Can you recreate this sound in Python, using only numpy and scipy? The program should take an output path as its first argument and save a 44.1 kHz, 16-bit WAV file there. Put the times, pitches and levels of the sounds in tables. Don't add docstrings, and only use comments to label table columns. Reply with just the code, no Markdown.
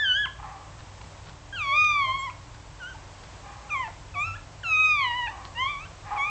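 import sys
import numpy as np
from scipy import signal
from scipy.fft import rfft, irfft
from scipy.io import wavfile
from scipy.ndimage import uniform_filter1d

SR = 44100
rng = np.random.default_rng(int(sys.argv[2]) if len(sys.argv) > 2 else 0)


def inscribe(sig):
    pcm = np.round(np.clip(np.atleast_2d(sig).T, -1, 1) * 32767)
    wavfile.write(sys.argv[1], SR, pcm.astype(np.int16))


N = 277816
TIME = np.arange(N) / SR

# frequency in Hz, relative level in dB.
AIR_COLOUR = [(110, -44), (180, -7), (261, -9), (292, -7.5), (465, -9.5), (555, -4.5), (729, -5.5),
              (816, -5), (1110, -5), (1200, -9.5), (4420, -17.5), (7750, -18.5), (8400, -27), (10900, -68),
              (18500, -120)]
AIR_DB = -49.5
# frequency in Hz, level in dB before throbs and surges.
HUM_TONES = [(55.5, -53.5), (96, -53)]
# start in seconds, length in seconds, rise of the low tone in dB,
# rise of the high tone in dB.
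HUM_SURGES = [(0.15, 0.44, 6, 1.5), (1.45, 1.15, 0, 4), (4.008, 0.55, -2, 7.5), (5.1, 0.47, 6, 0)]
# frequency in Hz, width of one filter pass in Hz, level in dB.
DUCT_RESONANCES = [(36.6, 6.3, -56), (79.9, 30, -55.5), (117, 18, -55.5), (143.3, 11, -61),
                   (159.7, 12, -60.5), (295.2, 11, -67)]

# start in seconds, swell in seconds, peak effort in dB, fade in dB per second,
# mouth closing time in seconds, brightness in dB, throat tuning as a ratio, muzzle resonance at the peak
# in multiples of the pitch, muzzle ring in dB, opening chirp in octaves, final crack in octaves.
CRY_SHAPES = [ (-0.1, 0.22, -23.5, 35.5, 0.1, -11.5, 1.205, 4.0, -32, 0, -0.62),
              (1.525, 0.37, -23.5, 33, 0.09, -1, 1.044, 4.7, -23, 0, 0.22),
              (2.797, 0.031, -38.5, 71, 0.042, -23, 1.04, 4.6, -22, 0.014, -0.9),
              (3.692, 0.03, -29, 23, 0.056, -5.5, 1.005, 6.7, -31, 0.008, -0.35),
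              (4.139, 0.076, -28.7, 89, 0.12, -4.5, 1.005, 6.4, -22.5, 0.013, 0.27),
              (4.63, 0.18, -23.5, 17, 0.041, 1.5, 1.005, 4.9, -23, 0.62, 0.09),
              (5.548, 0.074, -27, 81, 0.25, 3.5, 1.053, 6.0, -26, 0.06, 0.2),
              (6.162, 0.049, -27, 57, 0.076, -5, 1.024, 6.2, -28.5, 0.064, 0), ]
# time in seconds, pitch in Hz before chirp, crack and waver.
CRY_MELODIES = [
    [(0.0, 1760), (0.022, 1743), (0.062, 1561), (0.128, 1485), (0.17, 1633), (0.212, 1702), (0.232, 1671),
     (0.256, 1546)],
    [(1.535, 1598), (1.551, 1625), (1.571, 1457), (1.607, 1251), (1.637, 1161), (1.663, 1118),
     (1.707, 1101), (1.763, 1206), (1.811, 1233), (1.969, 1159), (2.087, 1048), (2.179, 1106),
     (2.199, 1069), (2.251, 1100), (2.29, 964)],
    [(2.8, 1555), (2.836, 1420), (2.898, 1570), (2.935, 1434)],
    [(3.697, 1398), (3.711, 1208), (3.733, 1203), (3.765, 1070), (3.823, 1013), (3.859, 880), (3.875, 882)],
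    [(4.143, 1300), (4.161, 1131), (4.237, 1241), (4.271, 1342), (4.329, 1315), (4.35, 1414)],
    [(4.635, 1395), (4.665, 1339), (4.771, 1253), (4.801, 1267), (4.893, 1244), (4.949, 1200), (5.089, 968),
     (5.129, 953), (5.171, 995), (5.203, 981), (5.221, 961), (5.261, 953), (5.277, 861), (5.285, 849)],
    [(5.55, 910), (5.618, 1045), (5.65, 1075), (5.706, 1177), (5.77, 1124), (5.85, 1343)],
    [(6.165, 1210), (6.181, 1121), (6.193, 1099), (6.3, 1230)],
]
# middle in seconds, length in seconds, roughness from 0 to 1.
HOARSE_SPOTS = [(0.263, 0.02, 0.7), (2.057, 0.3, 0.02), (2.303, 0.019, 0.55), (2.949, 0.02, 0.2),
                (3.876, 0.044, 0), (5.02, 0.046, 0.07), (5.274, 0.033, 0.3)]
# frequency in Hz, level in dB.
PUPPY_THROAT = [(800, -6.5), (1100, 0.5), (1225, -6.5), (1380, -0.5), (1650, 1.5), (2100, 6), (2530, 12),
                (2790, 4.5), (3050, 6), (3700, -3), (4300, -4.5), (5100, -14.5)]
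# frequency in Hz, level in dB.
NOSE_COLOUR = [(4700, 0), (5200, -11), (5700, 0), (6400, 1), (7400, -3), (8600, -13)]
SWELL_DB = 14
FOLDS_DB_PER_OCTAVE = -8.5
SECOND_SHARE = 0.3
OPEN_S, SHUT_DB = 0.031, -12
MUZZLE_SAG_PER_DB = 0.52
CHIRP_S = 0.005
CRACK_S, CRACK_GLIDE_S, CRACK_DB = 0.021, 0.007, -2

# start in seconds, level in dB.
MOUTH_CLICKS = [(0.072, -56), (1.762, -40.5), (1.844, -36)]
# frequency in Hz, relative level in dB.
CLICK_COLOUR = [(1000, -12), (3000, 3.5), (4200, -1.5), (5500, -5), (7200, -9.5), (9000, -19)]

# start in seconds, length in seconds, fade-in and fade-out time in seconds,
# pitch in Hz before jitter, level in dB before decay and distance, brightness of the open mouth in dB per octave.
FAR_BARKS = [(0.385, 0.032, 0.02, 410, -36, 0), (0.427, 0.035, 0.0014, 417, -35, -6),
             (0.45, 0.15, 0.028, 388, -40, -3), (3.43, 0.44, 0.037, 405.6, -41, 1),
             (5.3, 0.17, 0.016, 383.3, -40.5, -1), (6.032, 0.17, 0.044, 398.8, -36.5, 4),
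             (6.106, 0.08, 0.0041, 422.4, -28.5, -7)]
# frequency in Hz, width of one filter pass in Hz,
# level in dB before the brightness.
BIG_THROAT = [(833, 126, -0.5), (1023, 240, 1.5), (1770, 340, -10), (2300, 230, -13.5)]

# start in seconds, length in seconds, level in dB.
BRUSHES = [(0.785, 0.033, -46), (1.012, 0.0083, -42), (1.04, 0.0072, -48), (1.248, 0.07, -48.5),
           (2.543, 0.01, -45), (3.23, 0.018, -47.5), (5.441, 0.029, -44.5)]
# frequency in Hz, relative level in dB.
BRUSH_COLOUR = [(150, 16.5), (500, -23), (1100, 13), (2200, 3), (4300, 1.5), (5600, -4.5), (7300, -21),
                (9000, -34)]
# start in seconds, length in seconds.
BODY_FLOP = (1.033, 0.03)

# start in
# seconds, length in seconds, pitch in Hz before waver, end pitch in Hz before waver, level in dB.
ADDED_TONES = [(1.67, 0.13, 586, 606, -47), (2.06, 0.069, 636, 656.5, -46), (2.182, 0.05, 7570, 7400, -48),
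               (2.944, 0.023, 930, 840, -45), (3.7, 0.034, 6080, 6000, -53),
               (3.753, 0.067, 7560, 7100, -57), (4.143, 0.075, 733, 703, -43),
               (4.638, 0.075, 734, 730, -51.5)]

# delay in seconds, level in dB.
WALL_ECHOES = [(0.0107, -41), (0.027, -22)]
ROOM_T60_S, ROOM_DB = 0.38, -11.5
TOP_HZ = 8300


def undb(db):
    return 10 ** (np.asarray(db) / 20)


def unit(x):
    return x / np.sqrt(np.mean(x ** 2) + 1e-20)


def colour_db(hz, points):
    f, db = np.transpose(points)
    return np.interp(np.log(hz + 1), np.log(f), db)


def coloured(points):
    spectrum = rfft(rng.standard_normal(N))
    gain = undb(colour_db(np.fft.rfftfreq(N, 1 / SR), points))
    return unit(irfft(spectrum * gain, N))


def resonate(x, hz, width):
    b, a = signal.iirpeak(hz, hz / width, fs=SR)
    once = signal.lfilter(b, a, x)
    return signal.lfilter(b, a, once)


def walk(rate):
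    k = max(int(SR / rate), 2)
    steps = np.repeat(rng.standard_normal(N // k + 1), k)
    return unit(uniform_filter1d(steps, k)[:N])


def swell(start, length):
    u = np.clip((TIME - start) / length, 0, 1)
    return 4 * u * (1 - u)


def glide(rows, t):
    s, v = np.transpose(rows)
    span = np.maximum(np.diff(s), 1e-4)
    chord = np.diff(v) / span
    before, after = np.r_[0, chord], np.r_[chord, 0]
    slope = 2 * np.maximum(before * after, 0) / (before + after + 1e-9)
    i = np.clip(np.searchsorted(s, t) - 1, 0, len(s) - 2)
    u = np.clip((t - s[i]) / span[i], 0, 1)
    bow = (1 - u) * (slope[i] - chord[i]) - u * (slope[i + 1] - chord[i])
    return v[i] + span[i] * u * (chord[i] + (1 - u) * bow)


def tail(x, t60):
    t = TIME[:SR]
    build_up = np.clip(t / 0.022, 0, 1)
    response = rng.standard_normal(SR) * np.exp(-np.log(1000) * t / t60) * build_up
    return signal.fftconvolve(x, response / np.linalg.norm(response))[:N]


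def fan(drift_hz=2.6, throb_db=3.0):
    out = undb(AIR_DB + 0.69 * walk(3.2)) * coloured(AIR_COLOUR)
    surge_db = sum(np.outer(rise_db, swell(s, length)) for s, length, *rise_db in HUM_SURGES)
    for (hz, db), rise_db in zip(HUM_TONES, surge_db):
        phase = 2 * np.pi * np.cumsum(hz + drift_hz * walk(25)) / SR
        level = undb(db + rise_db + throb_db * walk(26))
        out += level * np.sqrt(2) * np.sin(phase)
    for hz, width, db in DUCT_RESONANCES:
        out += undb(db) * unit(resonate(rng.standard_normal(N), hz, width))
    return out


def squeals(waver=0.0022, jitter=0.00066, shimmer_db=0.56, rasp_jitter=0.14, muzzle_width_hz=1800,
            flicker_db=3, flutter_db=1.5, break_hz_per_s=50000, fade_s=0.0027):
    rough = sum(r * swell(s - length / 2, length) for s, length, r in HOARSE_SPOTS)
    wobble = 1 + waver * walk(60) + (jitter + rasp_jitter * rough) * walk(700)
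    tremor = undb(shimmer_db * walk(70)) * (1 + rough * walk(500))
    lower, upper = np.arange(1, 4)[:, None], np.arange(4, 9)[:, None]
    flicker = undb(flicker_db * np.array([walk(18) for _ in upper]))
    flutter = flutter_db * np.array([walk(40) for _ in lower])
    out = np.zeros(N)
    for melody, cry in zip(CRY_MELODIES, CRY_SHAPES):
        (start, swell_s, peak_db, fade_db_per_s, close_s, bright_db,
         tuning, muzzle, ring_db, chirp, crack) = cry
        crack_at = melody[-1][0]
        end = crack_at + CRACK_S
        on = (TIME >= start) & (TIME <= end)
        t = TIME[on]
        age, left = t - start, end - t
        cracked = np.clip((t - crack_at) / CRACK_GLIDE_S, 0, 1)
        bend_octaves = chirp * np.exp(-age / CHIRP_S) + crack * cracked
        pitch = glide(melody, t) * 2 ** bend_octaves
        hz = pitch * wobble[on]
        phase = 2 * np.pi * np.cumsum(hz) / SR
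        rise_db = SWELL_DB * np.maximum(1 - age / swell_s, 0) ** 2
        ebb_db = fade_db_per_s * np.maximum(age - swell_s, 0)
        effort_db = peak_db - rise_db - ebb_db
        mouth = np.clip(np.minimum(age / OPEN_S, left / close_s), 0, 1)
        body_db = FOLDS_DB_PER_OCTAVE * np.log2(lower) + flutter[:, on]
        body_db += colour_db(lower * hz / tuning, PUPPY_THROAT)
        body_db += np.outer([0, SECOND_SHARE, 1], bright_db + SHUT_DB * (1 - mouth))
        centre = muzzle - MUZZLE_SAG_PER_DB * (peak_db - effort_db)
        distance = 2 * (upper - centre) * hz / muzzle_width_hz
        ring = undb(colour_db(upper * hz, NOSE_COLOUR)) / (1 + distance ** 2)
        ring = flicker[:, on] * undb(ring_db) * ring / np.linalg.norm(ring, axis=0)
        gains = [*undb(body_db), *ring]
        voice = np.sqrt(2) * sum(g * np.sin(k * phase) for k, g in enumerate(gains, 1))
        hold = 1 / np.hypot(1, np.gradient(pitch, t) / break_hz_per_s)
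        edges = np.clip(np.minimum(age, left) / fade_s, 0, 1)
        out[on] += voice * undb(effort_db + CRACK_DB * cracked) * hold * tremor[on] * edges
    return out


def smacks(length_s=0.0047):
    touch = sum(undb(db) * swell(s, length_s) for s, db in MOUTH_CLICKS)
    return touch * coloured(CLICK_COLOUR)


def barks(jitter=0.039, noise_share=0.6, decay_s=0.19, hall_t60=0.78, hall_db=-4, direct_db=-2):
    out, wobble, hiss = np.zeros(N), 1 + jitter * walk(200), rng.standard_normal(N)
    for s, length, attack, hz, db, tilt_db in FAR_BARKS:
        pulses = np.diff(np.floor(np.cumsum(hz * wobble) / SR), prepend=0)
        source = unit(pulses) + noise_share * hiss
        voice = np.zeros(N)
        for f, width, level_db in BIG_THROAT:
            voice += undb(level_db + tilt_db * np.log2(f / hz)) * resonate(source, f, width)
        age = np.maximum(TIME - s, 0)
        gate = np.clip(np.minimum(age, length - age) / attack, 0, 1)
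        out += undb(db) * unit(voice) * gate * np.exp(-age / decay_s)
    return undb(direct_db) * out + undb(hall_db) * tail(out, hall_t60)


def rustles(grain_db=3, flop_hz=240, flop_width_hz=200, flop_db=-50):
    touch = sum(undb(db) * swell(s, length) for s, length, db in BRUSHES)
    brushing = touch * coloured(BRUSH_COLOUR) * undb(grain_db * walk(500))
    thud = unit(resonate(rng.standard_normal(N), flop_hz, flop_width_hz))
    return brushing + undb(flop_db) * swell(*BODY_FLOP) * thud


def added_tones(waver_hz=10):
    out, wobble = np.zeros(N), waver_hz * walk(150)
    for s, length, hz, end_hz, db in ADDED_TONES:
        pitch = np.interp(TIME, [s, s + length], [hz, end_hz]) + wobble
        tone = np.sqrt(2) * np.sin(2 * np.pi * np.cumsum(pitch) / SR)
        out += undb(db) * swell(s, length) * tone
    return out


def scene():
    litter = squeals() + smacks() + rustles() + added_tones()
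    walls = sum(undb(db) * np.interp(TIME - lag, TIME, litter, left=0) for lag, db in WALL_ECHOES)
    room = undb(ROOM_DB) * tail(litter, ROOM_T60_S)
    return (litter + walls + room + barks() + fan())[None]


def record(dry):
    top_cut = signal.cheby1(14, .1, TOP_HZ, fs=SR, output="sos")
    return signal.sosfilt(top_cut, dry)


dry = scene()
out = record(dry)
inscribe(out)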